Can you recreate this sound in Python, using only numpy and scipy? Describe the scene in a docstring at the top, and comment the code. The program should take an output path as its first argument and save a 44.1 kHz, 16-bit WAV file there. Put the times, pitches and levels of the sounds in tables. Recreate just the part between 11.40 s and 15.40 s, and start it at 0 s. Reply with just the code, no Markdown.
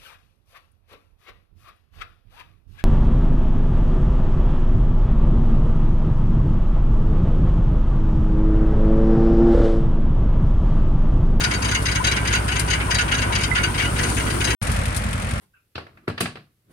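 """A tractor's four-cylinder diesel thumps unevenly as it pulls an onion harvester over a dry field.
With the stereo microphone beside the digger, the shaken steel sieve rods clash in bursts, a pivot
squeaks, the running gear rumbles and dry soil and onion skins rustle through; stalks and clods snap.
After a short silence the rig is heard from a few metres off: a slower engine with ticking injection,
and a soft rattle."""
import sys
import numpy as np
from scipy import signal
from scipy.fft import rfft, irfft, next_fast_len
from scipy.io import wavfile
from scipy.ndimage import uniform_filter1d, map_coordinates

SR = 44100
rng = np.random.default_rng(int(sys.argv[2]) if len(sys.argv) > 2 else 0)


def digitize_waveform(pressure):
    """Quantize a signal to 16-bit integers and store it at the path in sys.argv[1].

    Rows of a 2-D input are taken as channels; values are limited to [-1, 1].
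    """
    field = np.atleast_2d(pressure).T
    bounded = np.clip(field, -1, 1)
    quanta = np.round(bounded * 32767).astype(np.int16)
    wavfile.write(sys.argv[1], SR, quanta)


N = 176400
NEAR_END_S, FAR_START_S = 3.149, 3.215

# blows between the sieve rods: t/s, low-mode level/dB, high-mode level/dB
ROD_CLASHES = [(0.001, -20.5, -24), (0.036, -17, -16.5), (0.109, -20, -27.5), (0.136, -23, -24.5),
               (0.22, -26, -25), (0.245, -23.5, -23.5), (0.283, -23, -23.5), (0.312, -21.5, -23),
               (0.346, -17.5, -22), (0.455, -19.5, -22.5), (0.483, -21.5, -28.5), (0.514, -23.5, -22.5),
               (0.552, -19, -21), (0.641, -17.5, -19), (0.668, -16, -17.0), (0.712, -18.5, -22),
               (0.763, -19.5, -25.5), (0.849, -23, -34.0), (0.872, -20.5, -22.5), (0.907, -22, -37),
               (0.927, -18.5, -21), (0.949, -18.5, -23), (1.08, -22, -27.5), (1.116, -21.5, -28),
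               (1.156, -21, -26.5), (1.191, -24, -28), (1.277, -25.5, -30.5), (1.302, -18.5, -20),
               (1.33, -17.0, -24.5), (1.401, -22.0, -45), (1.506, -17.5, -21), (1.544, -21.5, -18),
               (1.584, -14.5, -21.5), (1.606, -22, -26.5), (1.68, -21.5, -37), (1.715, -14.5, -26.5),
               (1.741, -20.5, -24.5), (1.78, -21.5, -27.5), (1.817, -19.0, -25), (1.923, -21, -29.5),
               (1.951, -19, -21.5), (1.985, -25.5, -33), (2.008, -22.5, -27), (2.033, -20.5, -21),
               (2.151, -15, -25), (2.176, -17.5, -33), (2.233, -16.0, -23), (2.341, -24, -33.5),
               (2.378, -21, -28.5), (2.394, -16.5, -33), (2.418, -21.5, -29), (2.446, -21.5, -35),
               (2.559, -26, -33), (2.587, -19.5, -27), (2.63, -20.5, -23), (2.686, -29, -32),
               (2.767, -21.5, -29.5), (2.797, -25, -32), (2.864, -25, -35), (2.9, -25, -28.5),
               (3.004, -19.5, -27.5), (3.042, -21.5, -19.5), (3.072, -20, -27.5), (3.102, -19.5, -26)]


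def amp(db):
    """Decibels to gain."""
    return 10 ** (np.asarray(db) / 20)


def unit(x):
    """Scale to rms 1."""
    return x / np.sqrt(np.mean(x ** 2) + 1e-20)


def along(points, hz):
    """Read (f/Hz, value) points on a log frequency axis."""
    f, v = np.transpose(points)
    return np.interp(np.log(hz + 1), np.log(f + 1), v)


def curve(points):
    """Join (t/s, value) points, one value per sample."""
    return np.interp(np.arange(N) / SR, *np.transpose(points))


def wobble(rate):
    """A smooth random curve, rate knots a second."""
    knots = rng.standard_normal(int(N * rate / SR) + 4)
    return map_coordinates(knots, [np.arange(N) * rate / SR])


def filtered(x, response):
    """Filter x by a gain given as a function of frequency."""
    size = next_fast_len(N + SR // 4)
    return irfft(rfft(x, size) * response(np.fft.rfftfreq(size, 1 / SR)), size)[..., :N]


def add(track, s, sound):
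    """Mix a sound into a track at s seconds."""
    i = max(round(s * SR), 0)
    track[..., i:i + sound.shape[-1]] += sound[..., :max(N - i, 0)]


def pulse(colour, size=16384):
    """A minimum-phase pulse with the given spectrum."""
    cepstrum = irfft(np.log(amp(along(colour, np.fft.rfftfreq(size, 1 / SR)))))
    causal = np.r_[cepstrum[0], 2 * cepstrum[1:size // 2]]
    return irfft(np.exp(rfft(causal, size)))


def puffs(events, rise_s, decay_s):
    """An envelope with a quick rise and a decay for each (t/s, level/dB)."""
    level, t = np.zeros(N), np.arange(SR // 8) / SR
    shape = (1 - np.exp(-t / rise_s)) * np.exp(-t / decay_s)
    for s, db in events:
        add(level, s, amp(db) * shape / shape.max())
    return level


def spread(pair, balance):
    """Two unrelated signals become the microphone's partly alike left and right."""
    # likeness of the channels: f/Hz, correlation
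    likeness = [(100, 1), (250, 0.92), (600, 0.67), (1500, 0.07), (10000, 0.42)]
    turn = lambda hz: np.arccos(np.clip(along(likeness, hz), 0, .9995)) / 2
    mid, side = filtered(pair, lambda hz: np.array([np.cos(turn(hz)), np.sin(turn(hz))]))
    pan = lambda hz: np.arctan(amp(along(balance, hz)))
    gains = lambda hz: np.sqrt(2) * np.array([np.sin(pan(hz)), np.cos(pan(hz))])
    return filtered(np.array([mid + side, mid - side]), gains)


def noise(colour, grain_db):
    """Stereo noise of rms 1, clumped into millisecond grains."""
    # stereo image, treble to the left: f/Hz, left over right/dB
    balance = [(100, -1), (280, -2.5), (600, 3.5), (900, 1.5), (1300, -4.5), (2100, 1), (2800, 7.5),
               (4000, 8), (6000, 15.5), (9000, 27), (14000, 33)]
    grains = rng.standard_normal((2, N)) * amp(grain_db * wobble(700))
    coloured = filtered(grains, lambda hz: amp(along(colour, hz)))
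    return unit(spread(coloured, balance))


def side_panels():
    """The side panels drone as they pass close to the microphone."""
    # drone spectrum: f/Hz, level/dB
    colour = [(100, -25), (240, 2), (350, 1.5), (1200, -28.5)]
    # swell of the drone: t/s, level/dB
    swell = [(1.9, -40.5), (2.7, -33.5), (3.14, -30.5)]
    return amp(curve(swell)) * noise(colour, grain_db=-2.5)


def soil(shaken_share=0.26):
    """Dry soil and skins rustle through the sieve; the clashes throw up a share of the power."""
    # flow through the rods: t/s, level/dB
    flow = [(0, -36.5), (2.2, -36), (2.5, -34), (2.7, -29), (2.87, -32), (3.14, -33)]
    # rustle spectrum: f/Hz, level/dB
    colour = [(1500, -27), (3500, -3), (5500, -3), (7200, -4.5), (8500, 2.5), (9500, 6.5), (10700, -6),
              (12500, -17), (16000, -35)]
    shake = unit(puffs([(s, db) for s, _, db in ROD_CLASHES], rise_s=0.024, decay_s=0.0047))
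    level = amp(curve(flow)) * np.sqrt(1 - shaken_share + shaken_share * shake ** 2)
    return level * noise(colour, grain_db=1.5)


def snaps():
    """Dry stalks and clods break with single bright cracks."""
    # breaks: t/s, level/dB
    breaks = [(0.4229, -25), (1.1937, -13.5), (2.698, -23), (3.2234, -20.5), (3.314, -20.5), (3.5622, -16)]
    # crack spectrum: f/Hz, level/dB
    colour = [(1500, -18), (4000, 7), (7000, 4.5), (9500, 14.5), (12000, 1), (16000, -17)]
    return 0.472 * puffs(breaks, rise_s=0.00098, decay_s=0.014) * noise(colour, grain_db=2.5)


def running_gear(colour, db, flutter_db, flutter_hz, grain_db):
    """The running gear rumbles and rattles at a slightly fluttering level."""
    return amp(db + flutter_db * wobble(flutter_hz)) * noise(colour, grain_db)


def pivot_squeak(hz, length_s=0.034, waver=0.047):
    """A dry pivot gives a short wavering tone that swells and fades."""
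    size = int(length_s * SR)
    phase = np.cumsum(hz * (1 + waver * wobble(177)[:size])) / SR
    swell = np.sin(np.pi * np.arange(size) / size)
    return np.sqrt(2) * swell * np.sin(2 * np.pi * (phase + rng.random((2, 1))))


def rod_ping(hz=2040, db=-16, t60_s=0.11):
    """One rod, struck cleanly, rings in a single mode."""
    t = np.arange(SR // 7) / SR
    return np.sqrt(2) * amp(db - 60 * t / t60_s) * np.sin(2 * np.pi * (hz * t + rng.random((2, 1))))


def rod_ring(modes, t, detune=0.01605, scatter_db=2):
    """Steel modes; each blow meets a slightly different rod at a different spot."""
    hz, db, t60 = np.transpose(modes * 2)[:, :, None]  # two rods ring at each blow
    hz = hz * (1 + detune * rng.standard_normal(hz.shape))
    fade = amp(db + scatter_db * rng.standard_normal(db.shape) - 60 * t / t60) / np.sqrt(t60)
    phases = rng.random((2, *hz.shape))
    return (fade * np.sin(2 * np.pi * (hz * t + phases))).sum(1)


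def rod_clash(modes, rise_s, crack_hz, crack_db, rattle_db):
    """A chatter of steel contacts, then a looser rattle, rings the modes; rms 1 at its loudest."""
    hold_s, chatter_decay_s, rattle_decay_s = 0.016, 0.005, 0.025
    t = np.arange(SR // 7) / SR
    chatter = np.exp(-np.maximum(t - hold_s, 0) / chatter_decay_s)
    rattle = amp(rattle_db) * np.exp(-t / rattle_decay_s)
    force = (1 - np.exp(-t / rise_s)) ** 2 * (chatter + rattle)
    contacts = force * rng.standard_normal(len(t)) * np.sqrt(rng.exponential(size=len(t)))
    tone = signal.fftconvolve(rod_ring(modes, t), contacts[None], axes=1)[:, :len(t)]
    band = signal.butter(2, crack_hz, "band", fs=SR, output="sos")
    crack = signal.sosfilt(band, force * rng.standard_normal((2, len(t))))
    hit = unit(tone) + amp(crack_db) * unit(crack)
    power = uniform_filter1d((hit ** 2).mean(0), int(hold_s * SR))
    return hit / np.sqrt(power.max())


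def sieve(rise_s=0.0045):
    """The shaken rods clash in bursts; a pivot squeaks between them and one rod pings."""
    # low and high modes of the rods: f/Hz, level/dB, t60/s
    low_modes = [(1466, 4, 0.14), (1598, -1.5, 0.2), (1705, -4, 0.058), (1930, -0.5, 0.13),
                 (2078, 2, 0.036), (2220, 1, 0.14), (2382, -4, 0.15), (2675, -1.5, 0.044), (2858, 1, 0.085),
                 (3098, -1, 0.1)]
    high_modes = [(3890, -5, 0.082), (4670, -2.5, 0.091), (4873, -4.5, 0.015), (5310, -12, 0.024),
                  (6308, -2.5, 0.045), (6550, -5, 0.037)]
    # squeaks of the pivot: t/s, level/dB, f/Hz
    squeaks = [(.25, -31, 996), (.592, -24, 970), (1.477, -26.5, 1000), (1.897, -27, 974),
               (2.282, -30, 1000)]
    # stereo image of the sieve: f/Hz, left over right/dB
    balance = [(1000, 5.5), (1450, -6), (1750, 4.5), (2100, -3.5), (2500, 7), (2900, 6), (3800, 4),
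               (4700, 15.5), (6300, 18), (9000, 23)]
    steel = np.zeros((2, N))
    for s, low_db, high_db in ROD_CLASHES:
        low = rod_clash(low_modes, rise_s, crack_hz=(1350, 3200), crack_db=-4, rattle_db=7)
        high = rod_clash(high_modes, rise_s, crack_hz=(3500, 6600), crack_db=-9, rattle_db=-4)
        add(steel, s - rise_s, amp(low_db - 3) * low + amp(high_db - 3.63) * high)
    for s, db, hz in squeaks:
        add(steel, s, amp(db) * pivot_squeak(hz))
    add(steel, s=2.114, sound=rod_ping())
    return spread(steel, balance)


def firings(speed, cycle_start_s):
    """Four uneven firings to two crank turns, as rows of t/s, exhaust level/dB, tick level/dB."""
    # cylinders: share of the cycle, exhaust level/dB, tick level/dB
    cylinders = [(0, -1.5, -3), (0.252, -3.5, -4), (0.486, -10, -2.5), (0.716, -17, 2.5)]
    t = np.arange(N) / SR
    cycles = np.cumsum(curve(speed)) / SR
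    cycles -= np.interp(cycle_start_s, t, cycles)
    return np.array([(np.interp(k + share, cycles, t), thump_db, tick_db)
                     for k in range(-1, int(cycles[-1]) + 1)
                     for share, thump_db, tick_db in cylinders if cycles[0] < k + share < cycles[-1]])


def injection(fired, lag_s=0.0084, scatter_db=1.2):
    """The fuel injection ticks once for each firing."""
    # tick spectrum: f/Hz, level/dB
    colour = [(800, -7), (2500, 8.5), (4500, -0.5), (7000, -1.5), (9400, 6.5), (12000, -9), (16000, -24)]
    ticks = [(s + lag_s, db + rng.normal(0, scatter_db)) for s, _, db in fired]
    level = puffs(ticks, rise_s=0.0019, decay_s=0.01)
    return level / level[int(FAR_START_S * SR):].std() * noise(colour, grain_db=0.5)


def exhaust(fired, colour, jitter_s=0.00041, scatter_db=0.25):
    """Each firing of the diesel sends one pressure pulse through the pipe."""
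    kicks = np.zeros(N)
    for s, db, _ in fired:
        late, softer = rng.standard_normal(2)
        add(kicks, s + jitter_s * late, -amp([db - scatter_db * softer]))
    thump = signal.fftconvolve(kicks, pulse(colour))[:N]
    return thump / thump[int(fired[0, 0] * SR):].std()


def near_rig():
    """Microphone beside the digger: gear, panels, sieve and soil around the thump of the diesel."""
    # close spectra of the running gear and the exhaust pulse: f/Hz, level/dB
    gear_colour = [(20, -14), (45, -9.5), (110, -4), (180, -1.5), (300, -6), (480, -10), (700, -10),
                   (880, -9), (985, -4), (1150, -10.5), (1330, -8), (1460, -6.5), (1700, -14), (2200, -16),
                   (3000, -18.5), (3700, -29), (6500, -68), (15000, -62)]
    pipe_colour = [(18, -56.5), (36, -10.5), (49, -9.5), (60, 4.5), (80, -8), (108, -4), (145, -10.5),
                   (190, -23.5), (300, -24), (700, -64)]
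    # engine speed: t/s, cycle rate/Hz
    speed = [(0, 12.3), (.5, 12.27), (.7, 12.18), (1.15, 12.2), (1.35, 12.3), (2.4, 12.28), (2.8, 12.42),
             (3.14, 12.6)]
    gear = running_gear(gear_colour, db=-27.5, flutter_db=1, flutter_hz=24.96, grain_db=1.5)
    drone = side_panels()
    thump = amp(-24.5) * exhaust(firings(speed, cycle_start_s=0.071), pipe_colour)
    return gear + drone + sieve() + soil() + thump


def far_rig():
    """Microphone a few metres from the tractor: rattling gear, injection ticks and a slower thump."""
    # distant spectra of the running gear and the exhaust pulse: f/Hz, level/dB
    gear_colour = [(20, -8), (60, -0.5), (230, -1), (350, -14.5), (570, -7.5), (900, -10.5), (1400, -9),
                   (2100, -11), (3500, -22), (6500, -29), (9400, -27), (12000, -42.5), (16000, -58)]
    pipe_colour = [(18, -69), (36, -27), (54, 10.5), (80, 3.5), (120, 4.5), (150, -20.5), (175, -12),
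                   (220, -10), (340, -33), (700, -63)]
    # engine speed: t/s, cycle rate/Hz
    speed = [(3.2, 10.72), (4, 11.2)]
    # swell and fall of the whole rig: t/s, level/dB
    swell = [(3.22, 2.5), (3.33, 4), (3.5, 1), (4, 0)]
    fired = firings(speed, cycle_start_s=3.287)
    ticks = amp(-43) * injection(fired)
    gear = running_gear(gear_colour, db=-29, flutter_db=0.39, flutter_hz=30, grain_db=-1)
    thump = amp(-26) * exhaust(fired, pipe_colour)
    return amp(curve(swell)) * (gear + ticks + thump)


def scene(right_lag_s=0.00044):
    """Close position, a moment of silence, far position; the sound reaches the left capsule first."""
    t = np.arange(N) / SR
    field = near_rig() * (t < NEAR_END_S) + far_rig() * (t > FAR_START_S) + snaps()
    lags_s = np.array([[0], [right_lag_s]])
    return filtered(field, lambda hz: np.exp(-2j * np.pi * hz * lags_s))


def record(dry, top_hz=15800):
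    """The microphone chain passes nothing above its band limit."""
    return filtered(dry, lambda hz: hz < top_hz)


dry = scene()
out = record(dry)
digitize_waveform(out)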